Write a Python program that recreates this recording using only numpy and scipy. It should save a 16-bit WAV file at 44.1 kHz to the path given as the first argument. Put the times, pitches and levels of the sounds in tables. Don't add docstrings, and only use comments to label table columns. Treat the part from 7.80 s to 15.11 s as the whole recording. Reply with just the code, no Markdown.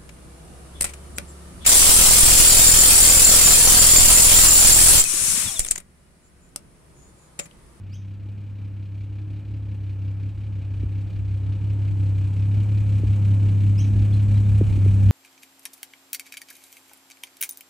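import sys
import numpy as np
from scipy import signal
from scipy.fft import rfft, irfft, next_fast_len
from scipy.io import wavfile
from scipy.ndimage import map_coordinates

SR = 44100
rng = np.random.default_rng(int(sys.argv[2]) if len(sys.argv) > 2 else 0)


def store_wav(level_fs):
    pcm = np.round(np.clip(np.atleast_2d(level_fs), -1, 1) * 32767)
    wavfile.write(sys.argv[1], SR, pcm.T.astype(np.int16))


def rack_gain(trim_db):
    fader = np.asarray(trim_db, float)
    return 10 ** (fader / 20)


N = 322371


def unit(x):
    return x / np.sqrt(np.mean(x ** 2) + 1e-20)


def along(points, hz):
    f, v = np.transpose(points)
    return np.interp(np.log(hz + 1), np.log(f + 1), v)


def curves(rows):
    s, *columns = np.transpose(rows)
    return [np.interp(np.arange(N) / SR, s, column) for column in columns]


def wobble(rate):
    knots = rng.standard_normal(int(N * rate / SR) + 4)
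    return map_coordinates(knots, [np.arange(N) * rate / SR])


def bumps(times, sizes_db, lengths):
    t = np.arange(N) / SR
    events = np.broadcast(times, sizes_db, lengths)
    return sum(db * np.exp(-((t - s) / length) ** 2) for s, db, length in events)


def filtered(x, response):
    m = next_fast_len(N + SR // 2)
    return irfft(rfft(x, m) * response(np.fft.rfftfreq(m, 1 / SR)), m)[..., :N]


def causal(spectrum):
    def response(hz):
        cepstrum = irfft(np.log(rack_gain(along(spectrum, hz)) + 1e-6))
        half = len(cepstrum) // 2
        cepstrum[1:half] *= 2
        cepstrum[half + 1:] = 0
        return np.exp(rfft(cepstrum))
    return response


# (frequency [Hz], correlation [-1 to 1])
PORT_COHERENCE = [(60, 1), (300, 0.98), (640, 0.79), (1100, 0.95), (1900, 1), (4000, 0.97), (7000, 1),
                  (15000, .75)]


def rush(spectrum, gate, alike=PORT_COHERENCE):
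    def shape(hz):
        angle = np.arccos(np.clip(along(alike, hz), -1, 1)) / 2
        colour = rack_gain(along(spectrum, hz)) * (hz > spectrum[0][0])
        return colour * [np.cos(angle), np.sin(angle)]

    mid, side = filtered(gate * rng.standard_normal((2, N)), shape)
    return unit(np.array([mid + side, mid - side]))


# (time [s], level [dB])
BREEZE_LEVEL = [(0, -55.5), (1.3, -60), (2.5, -55), (3.3, -51), (5, -49.5), (5.7, -44), (6.5, -41),
                (7.31, -35)]
# (time [s], lift common to both ports [dB], lift differing between ports [dB])
GUST_LIFTS = [(.6, 4, 3), (1.25, 7, -3), (1.8, 7, 5), (2.25, 4, 9), (2.55, 10, 5), (2.85, 11.5, -1),
              (3.05, 10, 3), (3.25, 5, 6), (3.4, 2, 8), (3.65, -1, 8.5), (3.85, -1, 7), (4.13, 4, 16),
              (4.35, 3, -2), (4.46, 4, 6), (4.75, 1, 9), (5.0, 5, 4), (5.25, 13, 3.5), (5.45, 3, 0),
              (5.7, 6, -5), (5.95, 8, -6), (6.15, 9, 6), (6.45, 5, -7), (6.63, 6.5, -6), (6.87, 10, 3),
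              (6.95, 5.5, 3), (7.05, 9.5, 5), (7.15, -2, -5)]
# (frequency [Hz], density [dB per Hz])
COMMON_SPECTRUM = [(15, -45), (30, -19), (52, 0), (70, -2), (95, -10), (140, -15), (300, -36), (3000, -120)]
# (frequency [Hz], density [dB per Hz])
DIFFERING_SPECTRUM = [(15, -51.5), (30, -26), (55, -5.5), (75, -8), (110, -6.5), (160, -10), (300, -26.5),
                      (700, -70), (3000, -120)]


def buffeting():
    (breeze_db,), (times, common_lift, differing_lift) = curves(BREEZE_LEVEL), np.transpose(GUST_LIFTS)
    gust_s, differing_db = .07, -0.5
    common_db = breeze_db + bumps(times, common_lift, gust_s)
    differing_db = breeze_db + differing_db + bumps(times, differing_lift, gust_s)
    common = rack_gain(common_db + 5.5) * rush(COMMON_SPECTRUM, rack_gain(3 * wobble(14)), [(50, 1)])
    differing = rack_gain(differing_db + 1.5) * rush(DIFFERING_SPECTRUM, rack_gain(3 * wobble(14)), [(50, -.7)])
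    return common + differing


# (time [s], peak level [dB], start frequency [Hz], end frequency [Hz], length [s])
SNAPPING_EDDIES = [(3.032, -29, 430, 90, 0.018), (3.047, -22, 77.5, 54.5, 0.036),
                   (4.732, -43, 452, 150, 0.026), (5.198, -28, 395, 120, 0.016),
                   (5.234, -24, 470, 110, 0.015), (5.954, -32, 90, 50, 0.044),
                   (6.81, -15.5, 540, 93, 0.0187), (6.819, -17.5, 115, 95, .012),
                   (6.865, -20, 80.5, 45.4, 0.037), (6.953, -29, 400, 130, 0.013),
                   (6.975, -24, 395, 109, 0.019), (7.061, -22.5, 500, 110, 0.015)]


def flutter():
    snaps = np.zeros(N + SR)
    for s, db, start_hz, end_hz, length in SNAPPING_EDDIES:
        u = np.arange(round(length * SR)) / (length * SR)
        pitch_hz = start_hz * (end_hz / start_hz) ** u
        swell = np.sin(np.pi * u ** .7)
        snaps[round(s * SR):][:len(u)] += rack_gain(db) * swell * np.sin(-2 * np.pi * np.cumsum(pitch_hz) / SR)
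    return snaps[:N]


def yard_echoes(song):
    lag = np.arange(SR // 4) / SR
    echoes = rng.standard_normal((2, len(lag))) * rack_gain(-60 * lag / 0.35) * (lag > .006)
    echoes = echoes[0] + [[.25], [-.25]] * echoes[1]
    response = echoes / np.linalg.norm(echoes[0])
    return rack_gain(-3) * signal.fftconvolve(song[None], response, axes=1)[:, :N]


# (time [s], frequency [Hz], level [dB])
RISING_CHIRPS = [
    [(0.112, 4350, -80.5), (0.13, 4920, -59), (0.15, 6420, -61), (0.159, 6560, -63)],
    [(5.978, 4875, -60), (5.988, 5330, -49), (6.012, 6590, -49.5), (6.015, 6400, -66)],
]
# (multiple of the syrinx pitch, level [dB])
SYRINX_PARTIALS = [(1, -3.5), (2, 0), (3, -17), (4, -22), (5, -24)]
# (time [s], length [s], start frequency [Hz], end frequency [Hz], level [dB])
SHORT_PEEPS = [(0.148, 0.02, 3250, 3300, -53.5), (0.16, 0.012, 3750, 3600, -58),
               (6.006, 0.019, 3170, 3330, -51), (6.018, 0.014, 4060, 3750, -52),
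               (6.322, 0.014, 3150, 3600, -48), (6.33, 0.016, 4380, 3930, -49),
               (6.345, 0.0086, 3940, 4350, -51), (6.372, 0.011, 4230, 3860, -58),
               (6.482, 0.012, 4400, 4300, -56), (6.551, .02, 3950, 3830, -54),
               (6.646, .02, 3570, 3740, -57)]


def bird():
    song, t = np.zeros(N), np.arange(N) / SR
    for rows in RISING_CHIRPS:
        hz, db = curves(rows)
        fade = np.clip(np.minimum(t - rows[0][0], rows[-1][0] - t) / 0.0012, 0, 1)
        phase = np.pi * np.cumsum(hz) / SR
        voice = sum(rack_gain(level) * np.sin(k * phase) for k, level in SYRINX_PARTIALS)
        song += fade * rack_gain(db + 6.5 + 1.9 * wobble(220)) * voice
    for s, length, start_hz, end_hz, db in SHORT_PEEPS:
        u = np.clip((t - s) / length, 0, 1)
        cycles = length * u * (start_hz + (end_hz - start_hz) * u / 2)
        song += rack_gain(db) * np.sin(np.pi * u) * np.sin(2 * np.pi * cycles)
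    return song + yard_echoes(song)


# (frequency [Hz], density [dB per Hz])
BONNET_SPECTRUM = [(500, -25), (900, -1), (1700, 0), (2150, -6.5), (2380, 1.5), (2600, -8.5), (3500, -22)]


def bonnet():
    return rack_gain(-69.5 + 1.7 * wobble(2.5)) * rush(BONNET_SPECTRUM, 1)


def heard(drone_db, close_db, growth, bonnet_db):
    return np.hypot(rack_gain(close_db + growth * (drone_db + 16)), rack_gain(bonnet_db))


def escape(crank, sizes_db, steady, scatter_db=1.5, lead=0.093, life=0.24):
    firing, part = np.divmod(crank + lead, 1)
    firing = firing.astype(int)
    scatter = scatter_db * rng.standard_normal(N // 900)[firing + 2]
    size_db = np.take(sizes_db, firing, mode="wrap") + scatter
    return steady + rack_gain(size_db) * part / life * np.exp(1 - part / life)


HISS_OF_CYLINDER = [-4.5, 1.5, 0.5, -0.5, 3.5, -7]
# (frequency [Hz], density [dB per Hz])
HISS_SPECTRUM = [(4000, -38.5), (5500, -3.5), (8300, 3), (9300, -6), (9500, 1.5), (9720, 1), (10900, -9.5),
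                 (11000, -1), (11150, -6), (12400, -10.5), (15600, -15)]


def hiss(crank, drone_db):
    flow = escape(crank, HISS_OF_CYLINDER, steady=1.3, scatter_db=1.2)
    gain = heard(drone_db, close_db=-57, growth=1.42, bonnet_db=-76.5)
    return gain * rack_gain(-3.0) * rush(HISS_SPECTRUM, flow)


CHUFF_OF_CYLINDER = [4.5, 7.5, 6.5, 9, 6, -1.5]
# (frequency [Hz], density [dB per Hz])
CHUFF_SPECTRUM = [(1200, -6.5), (2000, -8.5), (2150, -2.5), (2390, 2.5), (2620, -2), (2900, -1.5),
                  (3500, -8), (4100, -8), (5000, -14), (6500, -20), (12000, -59)]


def chuffs(crank, drone_db):
    flow = escape(crank, CHUFF_OF_CYLINDER, steady=0.94, scatter_db=1.2)
    gain = heard(drone_db, close_db=-52.5, growth=0.81, bonnet_db=-68)
    return gain * rack_gain(-0.5) * rush(CHUFF_SPECTRUM, flow)


FIRING_STRENGTH = [.5, 1.2, .8, -.6, -1.2, -.4]
# (frequency [Hz], density [dB per Hz])
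ROAR_SPECTRUM = [(90, -29), (130, 1.5), (300, -5), (430, -15), (530, -13.5), (700, -21.5), (860, -19.5),
                 (1020, -25), (1280, -27), (1480, -29.5), (1680, -27.5), (1900, -32), (3000, -49),
                 (9000, -100)]


def roar(crank, drone_db):
    flow = escape(crank, FIRING_STRENGTH, steady=6.4, lead=0.13)
    gain = heard(drone_db, close_db=-46.5, growth=0.76, bonnet_db=-68.5)
    return gain * rack_gain(7.5 + 0.78 * wobble(8)) * rush(ROAR_SPECTRUM, flow)


# (frequency [Hz], level [dB])
PIPE_RESONANCE = [(20, -39.5), (33, -39), (67, -17), (84, -3), (100.5, -0.5), (118, -8), (134, -26),
                  (167, -24), (201, -19), (235, -39), (268, -24), (301, -24.5), (335, -41.5), (500, -68.5)]
MODE_EDGES = [84, 185, 250, 285]
# (mean level [dB], swing [dB], crest position [m], crest spacing [m])
STANDING_WAVES = [
    (0, 3.5, 1.35, 3.37),
    (-1.5, 4, 0.046, 3.5),
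    (0, 2, 0.57, .78),
    (-4.5, 4.5, 1.1, 5),
]
# (time [s], level [dB], length [s])
INTERFERENCE = [
    [(0, 7, 0.065), (.25, -9, .1), (1.8, 1.5, .15), (2.3, -2.5, 0.27), (3.6, 4, 0.2), (4.35, 0, 0.17),
     (4.8, -7, .12), (5.1, 2, .15), (5.7, -9.5, 0.21), (6.8, 4, 0.11)],
    [(1.3, -5.5, .25), (2.15, -5, 0.057), (5.3, 1, 0.31), (6.93, -19, .09)],
    [(1.3, -9.5, 0.2)],
    [(.9, -1.5, .15), (1.55, 8, 0.3), (2.75, -4, 0.28), (5.35, -5.5, 0.32), (6.2, 5.5, 0.22), (7.1, -7, .2)],
]


def drone(crank, level_db, scatter_db):
    firing = np.floor(crank - 1.015).astype(int)
    at = np.flatnonzero(np.diff(firing)) + 1
    strength_db = np.take(FIRING_STRENGTH, firing[at], mode="wrap")
    pulses = np.zeros(N)
    pulses[at] = rack_gain(strength_db + scatter_db * rng.standard_normal(len(at)))

    def modes(hz):
        lowpasses = [1 / (1 + (hz / edge) ** 24) for edge in MODE_EDGES]
        bands = np.diff([0 * hz, *lowpasses, np.exp(-(hz / 900) ** 2)], axis=0)
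        return causal(PIPE_RESONANCE)(hz) * bands

    low, main, second, third, top = unit(filtered(pulses, modes)) / np.sqrt(len(STANDING_WAVES) + 1)
    walked_m = 0.498 * np.arange(N) / SR
    gain = []
    for (mean_db, swing_db, crest, spacing), swells in zip(STANDING_WAVES, INTERFERENCE):
        field_db = mean_db + swing_db * np.cos(2 * np.pi * (walked_m - crest) / spacing)
        gain.append(rack_gain(field_db + 0.9 * wobble(6) + bumps(*np.transpose(swells))))
    late_low = np.roll(low, 95)
    total = gain[0] * late_low + main - gain[1] * second + gain[2] * third + gain[3] * top
    return rack_gain(level_db) * total


# (time [s], firing rate [Hz])
IDLE_SPEED = [(0, 32.49), (.53, 33.76), (1.06, 33.11), (1.76, 34.34), (2.12, 32.6), (2.66, 34.15),
              (2.76, 32.7), (3.37, 33.48), (3.58, 32.72), (3.83, 33.96), (4.41, 32.67), (4.89, 34.49),
              (5.11, 33.81), (5.81, 33.57), (6.3, 34.11), (6.83, 33.96), (6.93, 32.91), (7.31, 33.24)]
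# (time [s], level [dB])
DRONE_LEVEL = [(0, -35), (1.2, -31), (2.7, -27.5), (3.7, -24), (4.1, -21.5), (5.1, -18), (6, -17),
               (7.31, -14.5)]
# (time [s], level [dB], length [s])
STUMBLING = [(1.644, -4, 0.043), (2.238, 1, 0.21), (2.571, -3.5, .07), (2.823, -4.5, 0.03),
             (2.996, 0, 0.09), (3.307, -5, 0.044), (3.761, -1.5, .07), (4.119, -1.5, 0.034),
             (4.85, -1.5, .04), (5.21, -4, .018), (5.35, -1.5, 0.064), (6.051, -2.5, 0.054),
             (6.924, -5.5, 0.064), (7.08, 0, .06)]


def engine():
    (rate,), (drone_db,) = curves(IDLE_SPEED), curves(DRONE_LEVEL)
    crank = -1.118 + np.cumsum(rate) / SR
    gas = hiss(crank, drone_db) + chuffs(crank, drone_db) + roar(crank, drone_db)
    hum_db = drone_db + bumps(*np.transpose(STUMBLING)) + .4
    return bonnet() + gas + drone(crank, hum_db, scatter_db=.9)


# (frequency [Hz], phase [rad])
PORT_PHASE = [(50, -.05), (100, -0.21), (250, -.28), (480, 0.25), (750, 0.79), (1100, 0.72), (1800, 0.22),
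              (5000, 0.15), (8000, -0.43), (12000, .1)]
# (frequency [Hz], level [dB])
PORT_BALANCE = [(60, -1), (100, 0.5), (300, 0), (700, -1.5), (1100, 2), (1800, 0)]


def scene():
    half = np.array([[.5], [-.5]])

    def ports(hz):
        return rack_gain(half * along(PORT_BALANCE, hz)) * np.exp(1j * half * along(PORT_PHASE, hz))

    wind = buffeting() + flutter()
    return wind + filtered(bird() + engine(), ports)


# (low edge [Hz], high edge [Hz], share of time lost when far, share when near)
TREBLE_GAPS = [(9250, 9455, .6, .45), (9545, 9665, .97, .97), (9790, 10330, .96, .96),
               (10330, 10700, .9, .9), (10700, 10900, .5, .4), (12420, 13080, 0, .75),
               (13800, 14450, 0, .55), (15200, 15800, .95, 0)]


def starved(x):
    hz, t, z = signal.stft(x, SR, nperseg=2048)
    for low, high, far, near in TREBLE_GAPS:
        chance = wobble(18)[np.minimum(t * SR, N - 1).astype(int)]
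        rank = np.argsort(np.argsort(chance)) / len(t)
        lost = rank < np.interp(t, [2, 5.5], [far, near])
        z[:, (hz > low) & (hz < high)] *= np.where(lost, rack_gain(-34), 1)
    return signal.istft(z, SR, nperseg=2048)[1][:, :N]


def roll_off(x):
    return signal.sosfilt(signal.butter(12, 15710, fs=SR, output="sos"), x)


def record(dry):
    mix = starved(dry)
    return roll_off(mix)


dry = scene()
out = record(dry)
store_wav(out)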